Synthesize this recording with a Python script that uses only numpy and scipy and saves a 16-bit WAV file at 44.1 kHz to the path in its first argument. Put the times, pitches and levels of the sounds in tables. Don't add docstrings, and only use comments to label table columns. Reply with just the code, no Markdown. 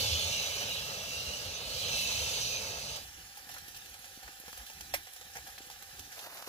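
import sys
import numpy as np
from scipy import signal
from scipy.io import wavfile
from scipy.ndimage import uniform_filter1d

SR = 44100
rng = np.random.default_rng(int(sys.argv[2]) if len(sys.argv) > 2 else 0)


def unload_audio(sound):
    columns = np.transpose(np.atleast_2d(sound))
    steps = np.round(np.clip(columns, -1, 1) * 32767)
    wavfile.write(sys.argv[1], SR, steps.astype(np.int16))


def attenuation_scalar(level_db):
    decades = np.asarray(level_db, float) / 20
    return 10 ** decades


N = 285768

# (time [s], gas jet level [dB])
VALVE_S_DB = [
    (0.0, -36.5),
    (0.18, -37),
    (0.93, -42.5),
    (1.4, -43),
    (1.63, -45),
    (1.96, -36.5),
    (2.43, -38),
    (2.75, -43.5),
    (2.98, -44),
]
# (level at middle setting [dB], slope [dB per dB of jet])
VALVE_RESPONSE = [
    (-50, 0.43),
    (-48, 0.37),
    (-48.5, 0.92),
]
# (frequency [Hz], left [dB], right [dB])
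RUMBLE_COLOUR = [(15, -27, -28), (25, -19, -20), (40, -9.5, -10.5), (55, -1.5, -2.6), (78, 0.0, -0.6),
                 (100, -1.3, -1.7), (125, -4.9, -5.1), (160, -8.3, -8.2), (220, -11.5, -10.2),
                 (310, -15.8, -18.9)]
ROAR_COLOUR = [(316, -16, -36), (399, -4, -7.5), (520, -2, 2.5), (587, 4.5, -7), (788, -8, -6.5),
               (890, -3, -2), (963, -15.5, -10), (1140, -11, -7.5), (1324, -7, -3), (1420, -10, -10.5),
               (1670, -6, -4), (1950, -16, -8.5), (2150, -8, -3)]
JET_COLOUR = [(2190, -7, -40), (2230, -12.5, -9), (2600, -8.5, -4), (2680, -1, -7), (3160, -12, -3.5),
              (3440, -7, -7), (3810, -9.5, -2), (3830, -6, -0.5), (3940, -6, -2), (4830, -8, -2),
              (5250, -12.5, -5.5), (5720, -8, -5), (6370, -7.5, -2), (6430, -11, -4.5)]
FIZZ_COLOUR = [(6600, -30, 3.5), (7050, -6.5, -2), (8070, -1.5, -6.5), (9250, -16.5, -10),
               (10170, -4.5, -5), (11400, -10, -7), (12240, -7.5, -7), (13500, -14, -10),
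               (14900, -4.5, -6.5), (15800, -13, -11.5)]
# (start [s], end [s], from [Hz], to [Hz], level against jet [dB])
HEAD_RINGS = [(0.0, 0.48, 3350, 3760, -8), (0.3, 0.47, 2880, 2840, -5.5), (0.1, 0.2, 2700, 3200, -8),
              (-0.5, 0.7, 6500, 6800, -17), (0.4, 0.97, 3000, 2760, -8.5), (-0.4, 0.71, 3060, 3070, -10),
              (0.2, 0.49, 4200, 3840, -8), (0.92, 1.44, 2630, 2950, -7), (1.5, 1.3, 3130, 3250, -6.5),
              (1.5, 1.6, 6150, 6150, -13), (1.5, 2.33, 3640, 4100, -12.5), (1.9, 2.43, 2640, 2520, -11),
              (1.4, 2.3, 2900, 3040, -12), (2.5, 2.7, 2560, 2130, -14), (2, 3.1, 2700, 3500, -24),
              (2.1, 3.0, 6300, 6100, -12.5)]
# (centre [s], peak [dB], frequency [Hz], half length [s])
FLUTTERS = [(0.031, -41, 106.3, 0.14), (0.137, -33, 79, 0.039), (0.263, -40, 87, 0.023),
            (0.314, -34, 86, 0.0038), (1.29, -41, 67, 0.02), (2.199, -46, 70.4, 0.045),
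            (4.254, -53, 58.4, 0.018), (4.46, -60, 65, 0.021), (4.606, -44.5, 55, 0.017),
            (4.854, -61, 70, 0.035), (5.95, -60, 75, 0.027), (5.401, -50, 70, 0.01),
            (5.507, -54, 54.6, 0.015), (6.04, -58, 81, 0.03)]
# (time [s], level [dB])
STIR_S_DB = [
    (2.97, 1.5),
    (4.1, 1),
    (4.4, 1),
    (4.95, 3.5),
    (5.1, -1.5),
    (5.45, 2),
    (5.7, 1),
    (5.85, -0.5),
    (6.0, 3.5),
    (6.2, 0),
]
# (frequency [Hz], left [dB], right [dB])
POT_RUMBLE_COLOUR = [(15, -17, -18), (25, -11, -11), (40, -5, -4.7), (55, -1.2, 0.0), (72, -0.7, -0.1),
                     (95, -4.2, -4.8), (120, -10.0, -10.2), (150, -12.8, -12.7), (220, -15.5, -15.6),
                     (320, -17, -17), (420, -18, -17)]
POT_HUM_COLOUR = [(444, -26, -10), (535, -3, -2), (620, -38, -18), (710, -2, -12), (790, 3.5, 3.5),
                  (870, -9.5, -9), (1000, -7.5, -28), (1180, -18, -6), (1420, -5.5, -5), (1590, -6.5, -3),
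                  (1697, 5, -3), (1920, -8, -2.5), (2160, -21, -4.5), (2330, 2, -16)]
SIZZLE_COLOUR = [(2400, -19, -7), (2440, -2, 2), (3000, -1, -1), (3320, 0.5, -2), (4200, -15, 2.5),
                 (4670, -0.5, -3.5), (5500, -7.5, 2.8), (6470, -3, -0.5), (7240, -10.5, -0.5),
                 (8400, -9, -10), (9160, -6, -2.5), (11600, -8.5, -2.5), (14000, -7, -5.5),
                 (16000, -4.5, -8)]
# (time [s], level [dB], hollowness [dB], T60 [s])
STROKES = [(3.3706, -43, -7.5, 0.067), (3.489, -43.5, -7, 0.24), (3.512, -46, -16, 0.14),
           (3.5394, -45, -8, 0.11), (3.564, -50, 5.5, 0.065), (3.581, -45, -11, 0.085),
           (3.939, -42.5, -8, 0.053), (4.0408, -43, -7, 0.083), (4.23, -46.5, -3, 0.1),
           (4.277, -50, 3, 0.062), (4.4574, -52, -6, 0.097), (4.4794, -43, -4, 0.075),
           (4.572, -44.5, -9, 0.38), (4.698, -43.5, -9, 0.079), (4.807, -35, -12, 0.043),
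           (5.068, -45, -5, 0.081), (5.211, -44, -7.5, 0.094), (5.353, -42, -1.5, 0.12),
           (5.367, -44, -6, 0.15), (5.464, -49, -1.5, 0.19), (5.581, -38.5, -11, 0.043),
           (5.699, -42, -9, .07), (5.823, -42.5, -6, 0.064), (5.9919, -38, -10, .05),
           (6.118, -41.5, -11, 0.13), (6.1896, -38.5, -15, 0.14), (6.3714, -43, -6, 0.091),
           (6.422, -41, -10, .048)]
# (time [s], level [dB], brightness [dB])
SPITS = [(2.961, -41, -2), (3.4294, -62, 2), (3.6802, -42, -10), (3.745, -41, -17), (3.7635, -44, -4),
         (3.856, -44, -6), (4.3994, -60, 9), (4.526, -41.5, -12), (4.664, -41, -10), (5.1325, -47, -.1),
         (5.1604, -42, -7), (5.3344, -43, -15), (5.615, -43, -15), (5.7114, -41, -9)]
# (time [s], peak [dB])
TICKS = [(3.0313, -43), (3.374, -41), (3.4923, -46), (3.5382, -42), (3.5821, -42), (3.6609, -45),
         (3.6813, -39), (3.7527, -44), (3.7701, -40), (3.8943, -38), (3.9901, -37.5), (4.054, -40),
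         (4.3977, -38), (4.4571, -46), (4.5249, -42), (4.5758, -40), (4.7319, -38), (4.8078, -46),
         (4.94, -23), (5.0318, -38), (5.1335, -41), (5.472, -34), (5.5007, -37), (5.6653, -38),
         (5.7002, -47), (5.824, -40), (5.9936, -46), (6.2106, -40), (6.2774, -42), (6.3413, -37)]
# (time [s], level [dB], frequency [Hz])
BUMPS = [(3.563, -48, 471), (3.622, -45.5, 121), (3.681, -45, 283), (3.83, -57, 186), (3.992, -53, 202),
         (4.174, -42, 258), (4.388, -60, 121), (4.438, -43, 458), (4.479, -45, 194), (4.587, -55, 121),
         (4.798, -77, 202), (5.252, -51, 121), (5.357, -46, 146), (5.388, -52, 121), (5.482, -50, 253),
         (5.605, -40.5, 342), (5.818, -56, 398), (5.931, -46, 121), (5.989, -52, 328), (4.29, -49, 300),
         (4.91, -56, 220), (4.7, -52, 250), (5.946, -50, 280), (0.05, -38, 140), (3.468, -50, 201),
         (4.4, -48, 250), (4.631, -52, 200), (5.265, -51, 210), (5.671, -49, 250), (6.05, -53, 260),
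         (4.035, -56, 760), (6.474, -36, 400)]
# (time [s], peak [dB], frequency [Hz])
SNAPS = [(3.374, -50, 3000), (3.681, -39.5, 6000), (4.526, -41, 7000), (4.5306, -32.5, 1240),
         (6.1935, -30, 3200), (6.4465, -40, 2000), (6.272, -36, 700), (6.41, -36, 1150),
         (4.8085, -31, 3960), (5.58, -30.5, 2200), (5.992, -36, 2500), (6.3735, -36, 2190),
         (6.425, -31, 1100)]
# (time [s], level [dB], hardness [Hz])
RIM_BLOWS = [
    (4.9382, -19.5, 5000),
    (4.9420, -23, 18000),
]
# (frequency [Hz], level [dB], T60 [s])
RIM_MODES = [(586, -2, 0.034), (710, 3, 0.02), (930, -19, 0.041), (1700, -17, .07), (1990, -12, 0.083),
             (2430, -13, 0.11), (3340, -8.5, 0.07), (4160, -11.5, .07), (5550, -5, 0.066), (7140, -9, .05),
             (10400, -10, .05), (12022, -10, .05), (12560, 6, 0.047), (14515, -11, 0.054)]
# (frequency [Hz], left [dB], right [dB])
RIM_COLOUR = [(850, -6, -7), (1100, -16, -19), (1900, -3, 0.5), (2660, -17, -8), (3350, -8, -10.5),
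              (5400, -24, -7.5), (6500, -35, -8), (9400, -4.5, -11), (12400, -22, -5), (15500, -6, -9.5)]
# (time [s], level [dB])
STEW_S_DB = [
    (6.15, -44),
    (6.196, -50.5),
    (6.238, -48),
    (6.43, -49.5),
    (6.464, -49.5),
    (6.48, -48),
]
# (frequency [Hz], left [dB], right [dB])
BUBBLING_COLOUR = [(30, -2, -6), (250, -10.5, -16.5), (454, -1, -6), (700, 0, 0), (1000, -1, -0.5),
                   (1770, -6, 1.5), (2280, -9, -2.5), (2900, 0, -0.5), (3250, -12, -11), (3600, -2, -1),
                   (4200, -10, -1.5), (6530, -11.0, -2.5), (8500, -12, -10), (11000, -7, -6),
                   (15600, -4, -6.5)]
# (frequency [Hz], correlation [0-1])
PORT_LIKENESS = [(60, .99), (400, .97), (900, .95), (1300, .8), (2000, .65), (4000, .55), (7000, .4),
                 (15000, .35)]


def burner():
    start_s, (rumble, roar, jet, fizz) = flame_levels()
    n = len(jet)
    flame = attenuation_scalar(-0.76) * rumble * hiss(RUMBLE_COLOUR, n, lag=60.0, patchy_db=1.5, flicker_db=0.5, size=2048)
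    flame += attenuation_scalar(-0.5) * roar * hiss(ROAR_COLOUR, n, lag=12.2, patchy_db=0.44, flicker_db=1.0,
                                     streak_db=1.5, size=1024)
    head = hiss(JET_COLOUR, n, lag=14.1, patchy_db=1.93, flicker_db=0.2, streak_db=3.0, size=1024)
    gas = attenuation_scalar(-0.2) * jet * (head + rings(head))
    gas += attenuation_scalar(1.9) * fizz * hiss(FIZZ_COLOUR, n, lag=14.04, patchy_db=1.5, flicker_db=0.66,
                                  streak_db=3.0, size=1024)
    return start_s, flame + gas


def flame_levels():
    cut_s, cut_fade_s = 2.965, 0.13
    valve_mid_db = -39
    catch_rumble_db, catch_roar_db, catch_decay_s = 10, 3, 0.045
    lick_db, licks_per_s = 0.62, 20
    t, fade = shot(0, cut_s + 0.1)
    jet_db = np.interp(t, *np.transpose(VALVE_S_DB))
    fade = fade * attenuation_scalar(-20 * np.maximum(t - cut_s, 0) / cut_fade_s)
    rumble, roar, fizz = (fade * attenuation_scalar(db + slope * (jet_db - valve_mid_db)) for db, slope in VALVE_RESPONSE)
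    catch = np.exp(-t / catch_decay_s)
    lick = lick_db * waver(len(t), licks_per_s)
    rumble = rumble * attenuation_scalar(catch_rumble_db * catch + lick)
    roar = roar * attenuation_scalar(catch_roar_db * catch + 1.3 * lick)
    return 0, (rumble, roar, fade * attenuation_scalar(jet_db), fizz)


def rings(head):
    width_hz, waver_db, wavers_per_s = 65, 2.5, 14
    out = np.zeros_like(head)
    level_db = waver_db * waver(head.shape[1], wavers_per_s)
    for start_s, end_s, from_hz, to_hz, db in HEAD_RINGS:
        part = head[:, max(round(start_s * SR), 0):round(end_s * SR)]
        u = np.linspace(0, 1, part.shape[1])
        ring = resonate(part, from_hz + (to_hz - from_hz) * u, width_hz)
        arch = np.sqrt(np.sin(np.pi * u) + 1e-9)
        add(out, max(start_s, 0), attenuation_scalar(db) * arch * evened(ring))
    return out * attenuation_scalar(level_db)


def resonate(x, hz, width_hz):
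    turn = np.exp(2j * np.pi * np.cumsum(hz) / SR)
    r = np.exp(-np.pi * width_hz / SR)
    return 2 * (turn * signal.lfilter([1 - r], [1, -r], x / turn)).real


def flutter(s, db, hz, half_s):
    t = np.arange(max(-s, -3 * half_s), 3 * half_s, 1 / SR)
    throb = attenuation_scalar(db) * np.exp(-(t / half_s) ** 2) * np.sin(2 * np.pi * hz * t)
    return s + t[0], np.array([throb, throb])


def pot():
    start_s, (rumble, hum, sizzle) = pot_levels()
    n = len(hum)
    low = attenuation_scalar(0.5) * rumble * hiss(POT_RUMBLE_COLOUR, n, lag=14.0, patchy_db=2.0, flicker_db=3.0, size=2048)
    body = hum * hiss(POT_HUM_COLOUR, n, lag=7.9, patchy_db=1.0, flicker_db=1.0, size=1024)
    top = attenuation_scalar(-0.5) * sizzle * hiss(SIZZLE_COLOUR, n, lag=11.47, patchy_db=1.44, flicker_db=0.5, streak_db=2.0)
    return start_s, low + body + top


def pot_levels():
    start_s, end_s, sloshes_per_s = 2.97, 6.2, 10
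    t, fade = shot(start_s, end_s)
    effort_db = np.interp(t, *np.transpose(STIR_S_DB))

    def level(db, db_per_effort_db, slosh_db):
        return fade * attenuation_scalar(db + db_per_effort_db * effort_db + slosh_db * waver(len(t), sloshes_per_s))

    return t[0], [level(-67, 2.5, 0.6), level(-60.5, 0.27, -0.4), level(-53.5, 0.58, 0.5)]


def strokes():
    rise_s, stroke_top_db = 0.002, -7.5
    spit_low_db, spit_t60_s, tick_t60_s = -18, 0.099, 0.043
    colours = POT_HUM_COLOUR, SIZZLE_COLOUR[:10], SIZZLE_COLOUR[9:]
    low, middle, top = (hiss(c, N, lag=11, patchy_db=2, flicker_db=1) for c in colours)
    bursts = [(s, db, hollow_db, stroke_top_db, t60_s) for s, db, hollow_db, t60_s in STROKES]
    bursts += [(s, db, spit_low_db, bright_db, spit_t60_s) for s, db, bright_db in SPITS]
    bursts += [(s, db - 19, -20, 9.0, tick_t60_s) for s, db in TICKS]
    gates, t = np.zeros((3, N)), np.arange(SR // 4) / SR
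    for s, db, low_db, top_db, t60_s in bursts:
        shape = np.minimum(t / rise_s, 1) * attenuation_scalar(-60 * np.maximum(t - rise_s, 0) / t60_s)
        band_db = np.array([[low_db - 3.0], [-9.0], [top_db - 2.5]])
        add(gates, s, attenuation_scalar(db + band_db) * shape)
    return gates[0] * low + gates[1] * middle + gates[2] * top


def bump(s, db, hz):
    t = np.arange(2000) / SR
    push = np.sin(2 * np.pi * hz * t) * np.exp(-t * hz / 0.62) * np.minimum(t * hz * 3, 1)
    return s, attenuation_scalar(db + 2.5) * np.array([push, 0.69 * push])


def knock(s, db, hardness_hz):
    t = np.arange(SR // 6) / SR
    ring = np.zeros(len(t))
    for hz, mode_db, t60_s in RIM_MODES:
        softening = np.hypot(1, (hz / hardness_hz) ** 2)
        ring += attenuation_scalar(mode_db - 60 * t / t60_s) * np.sin(2 * np.pi * hz * t) / softening
    ring = ring / abs(ring).max() * attenuation_scalar(np.array([[-2.5], [1.5]]))
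    ring[1] = np.roll(ring[1], 11)
    rattle = hiss(RIM_COLOUR, len(t), lag=11, patchy_db=1, flicker_db=1, size=256)
    rattle = signal.lfilter(*signal.butter(2, min(hardness_hz, 20000), fs=SR), rattle)
    rim_decay, tent_decay = attenuation_scalar(-8.0 - 60 * t / 0.091), attenuation_scalar(-29.0 - 60 * t / 0.33)
    rattle *= np.minimum(t / 0.00083, 1) * (rim_decay + tent_decay)
    above = signal.butter(10, 550, "high", fs=SR, output="sos")
    return s, attenuation_scalar(db) * signal.sosfilt(above, ring + rattle)


def stew():
    start_s, pops_per_s = STEW_S_DB[0][0], 60
    at, fade = shot(start_s, STEW_S_DB[-1][0])
    level = fade * attenuation_scalar(np.interp(at, *np.transpose(STEW_S_DB)))
    n, t = len(level), np.arange(400) / SR
    bubbles = np.zeros(n)
    for hz in np.geomspace(520, 2600, 14):
        sizes = attenuation_scalar(4 * np.minimum(rng.exponential(1, n), 4))
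        pops = sizes * (rng.random(n) < pops_per_s / SR)
        pop = np.sin(2 * np.pi * hz * t * (1 + 25 * t)) * np.exp(-t * hz / 2.0) * np.minimum(t * hz, 1)
        bubbles += signal.oaconvolve(pops, pop)[:n]
    bubbles = np.array([bubbles, np.roll(bubbles, 12)])
    thin = hiss(BUBBLING_COLOUR, n, lag=7.6, patchy_db=1.0, flicker_db=1.9)
    return start_s, level * evened(thin + attenuation_scalar(-13.5) * evened(bubbles))


def hiss(colour, count, lag, patchy_db, flicker_db, streak_db=0, size=512):
    hz = np.fft.rfftfreq(size, 1 / SR)
    shape = (len(hz), 4 * count // size + 6)
    a, b, c, d = rng.standard_normal((4,) + shape)
    same = np.clip(read(*np.transpose(PORT_LIKENESS), hz), 0, 1)[:, None]
    left, other = a + 1j * b, c + 1j * d
    z = np.array([left, same * left + np.sqrt(1 - same ** 2) * other])
    field_db = patchy_db * drift(shape, 16, 6)
    field_db += flicker_db * drift((1, shape[1]), 5, 1)
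    field_db += streak_db * drift(shape, 60, 1)
    z *= ports(colour, hz, lag)[..., None] * attenuation_scalar(field_db)
    return evened(signal.istft(z, nperseg=size, noverlap=3 * size // 4)[1][:, :count])


def ports(colour, hz, lag):
    f, left_db, right_db = np.transpose(colour)
    octaves = np.log2(hz + 1)
    top = np.log2(f[-1]) + (f[-1] > 15000)
    inside = np.minimum(octaves - np.log2(f[0]), top - octaves)
    ends = 1 / (1 + np.exp(-np.clip(24 * inside, -40, 40)))
    bend = 1 + (610.0 / (hz + 1)) ** 2
    late = np.exp(-2j * np.pi * hz * lag / SR / bend)
    return np.sqrt(ends) * np.array([attenuation_scalar(read(f, left_db, hz)), attenuation_scalar(read(f, right_db, hz)) * late])


def drift(shape, frames, bins):
    field = uniform_filter1d(rng.standard_normal(shape), bins, 0)
    return evened(uniform_filter1d(field, frames, 1).ravel()).reshape(shape)


def waver(count, per_s):
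    t = np.arange(count // 64 + 2) * 64 / SR
    rates = np.geomspace(per_s / 8, per_s, 24)
    slow = sum(np.sin(2 * np.pi * (f * t + rng.random())) / np.sqrt(f) for f in rates)
    return np.interp(np.arange(count) / SR, t, evened(slow))


def shot(start_s, end_s):
    t = np.arange(start_s, end_s, 1 / SR)
    rise = (t - start_s) / 0.03 + (start_s <= 0)
    fall = (end_s - t) / 0.03 + (end_s > N / SR - 0.02)
    return t, np.clip(np.minimum(rise, fall), 0, 1)


def evened(x):
    return x / np.sqrt(np.mean(np.atleast_2d(x).mean(0) ** 2) + 1e-20)


def read(f, value, hz):
    return np.interp(np.log(hz + 1), np.log(np.asarray(f) + 1), value)


def add(mix, s, sound):
    part = mix[:, round(s * SR):][:, :sound.shape[1]]
    part += sound[:, :part.shape[1]]


def scene():
    mix = strokes()
    events = [flutter(*f) for f in FLUTTERS]
    events += [bump(*b) for b in BUMPS + SNAPS]
    events += [knock(*b) for b in RIM_BLOWS]
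    for sound in [burner(), pot(), stew(), *events]:
        add(mix, *sound)
    return mix


def thinned(x):
    hole_db, mask_db, hole_from_hz = -10.5, -12.3, 2050
    ragged_hz, ragged_share = 15280, 0.2
    hz, t, z = signal.stft(x, SR, nperseg=1024)
    power, upper = (abs(z) ** 2).mean(0), hz[:, None] > hole_from_hz
    near, wide = uniform_filter1d(power, size=3, axis=0), uniform_filter1d(power, size=101, axis=0)
    patch = uniform_filter1d(uniform_filter1d(power, size=5, axis=0), size=2, axis=1)
    whole = uniform_filter1d((power * upper).mean(0), size=8)
    loud_enough = (near > wide * attenuation_scalar(hole_db) ** 2) & (patch > whole * attenuation_scalar(mask_db) ** 2)
    ragged = np.repeat(rng.random(len(t)) < ragged_share, 3)[:len(t)]
    kept = (loud_enough | ~upper) & ~(ragged & (hz[:, None] > ragged_hz))
    return signal.istft(z * kept, SR, nperseg=1024)[1][:, :N]


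def roll_off(x):
    return signal.sosfilt(signal.butter(12, 16650, fs=SR, output="sos"), x)


def record(dry):
    edge_hz, bass_cut_hz = 15520, 36
    steep = signal.firwin(511, edge_hz, window=("kaiser", 9), fs=SR)
    limited = signal.oaconvolve(dry, steep[None], "same")
    limited = signal.lfilter(*signal.butter(2, bass_cut_hz, "high", fs=SR), limited)
    return roll_off(thinned(limited))


dry = scene()
out = record(dry)
unload_audio(out)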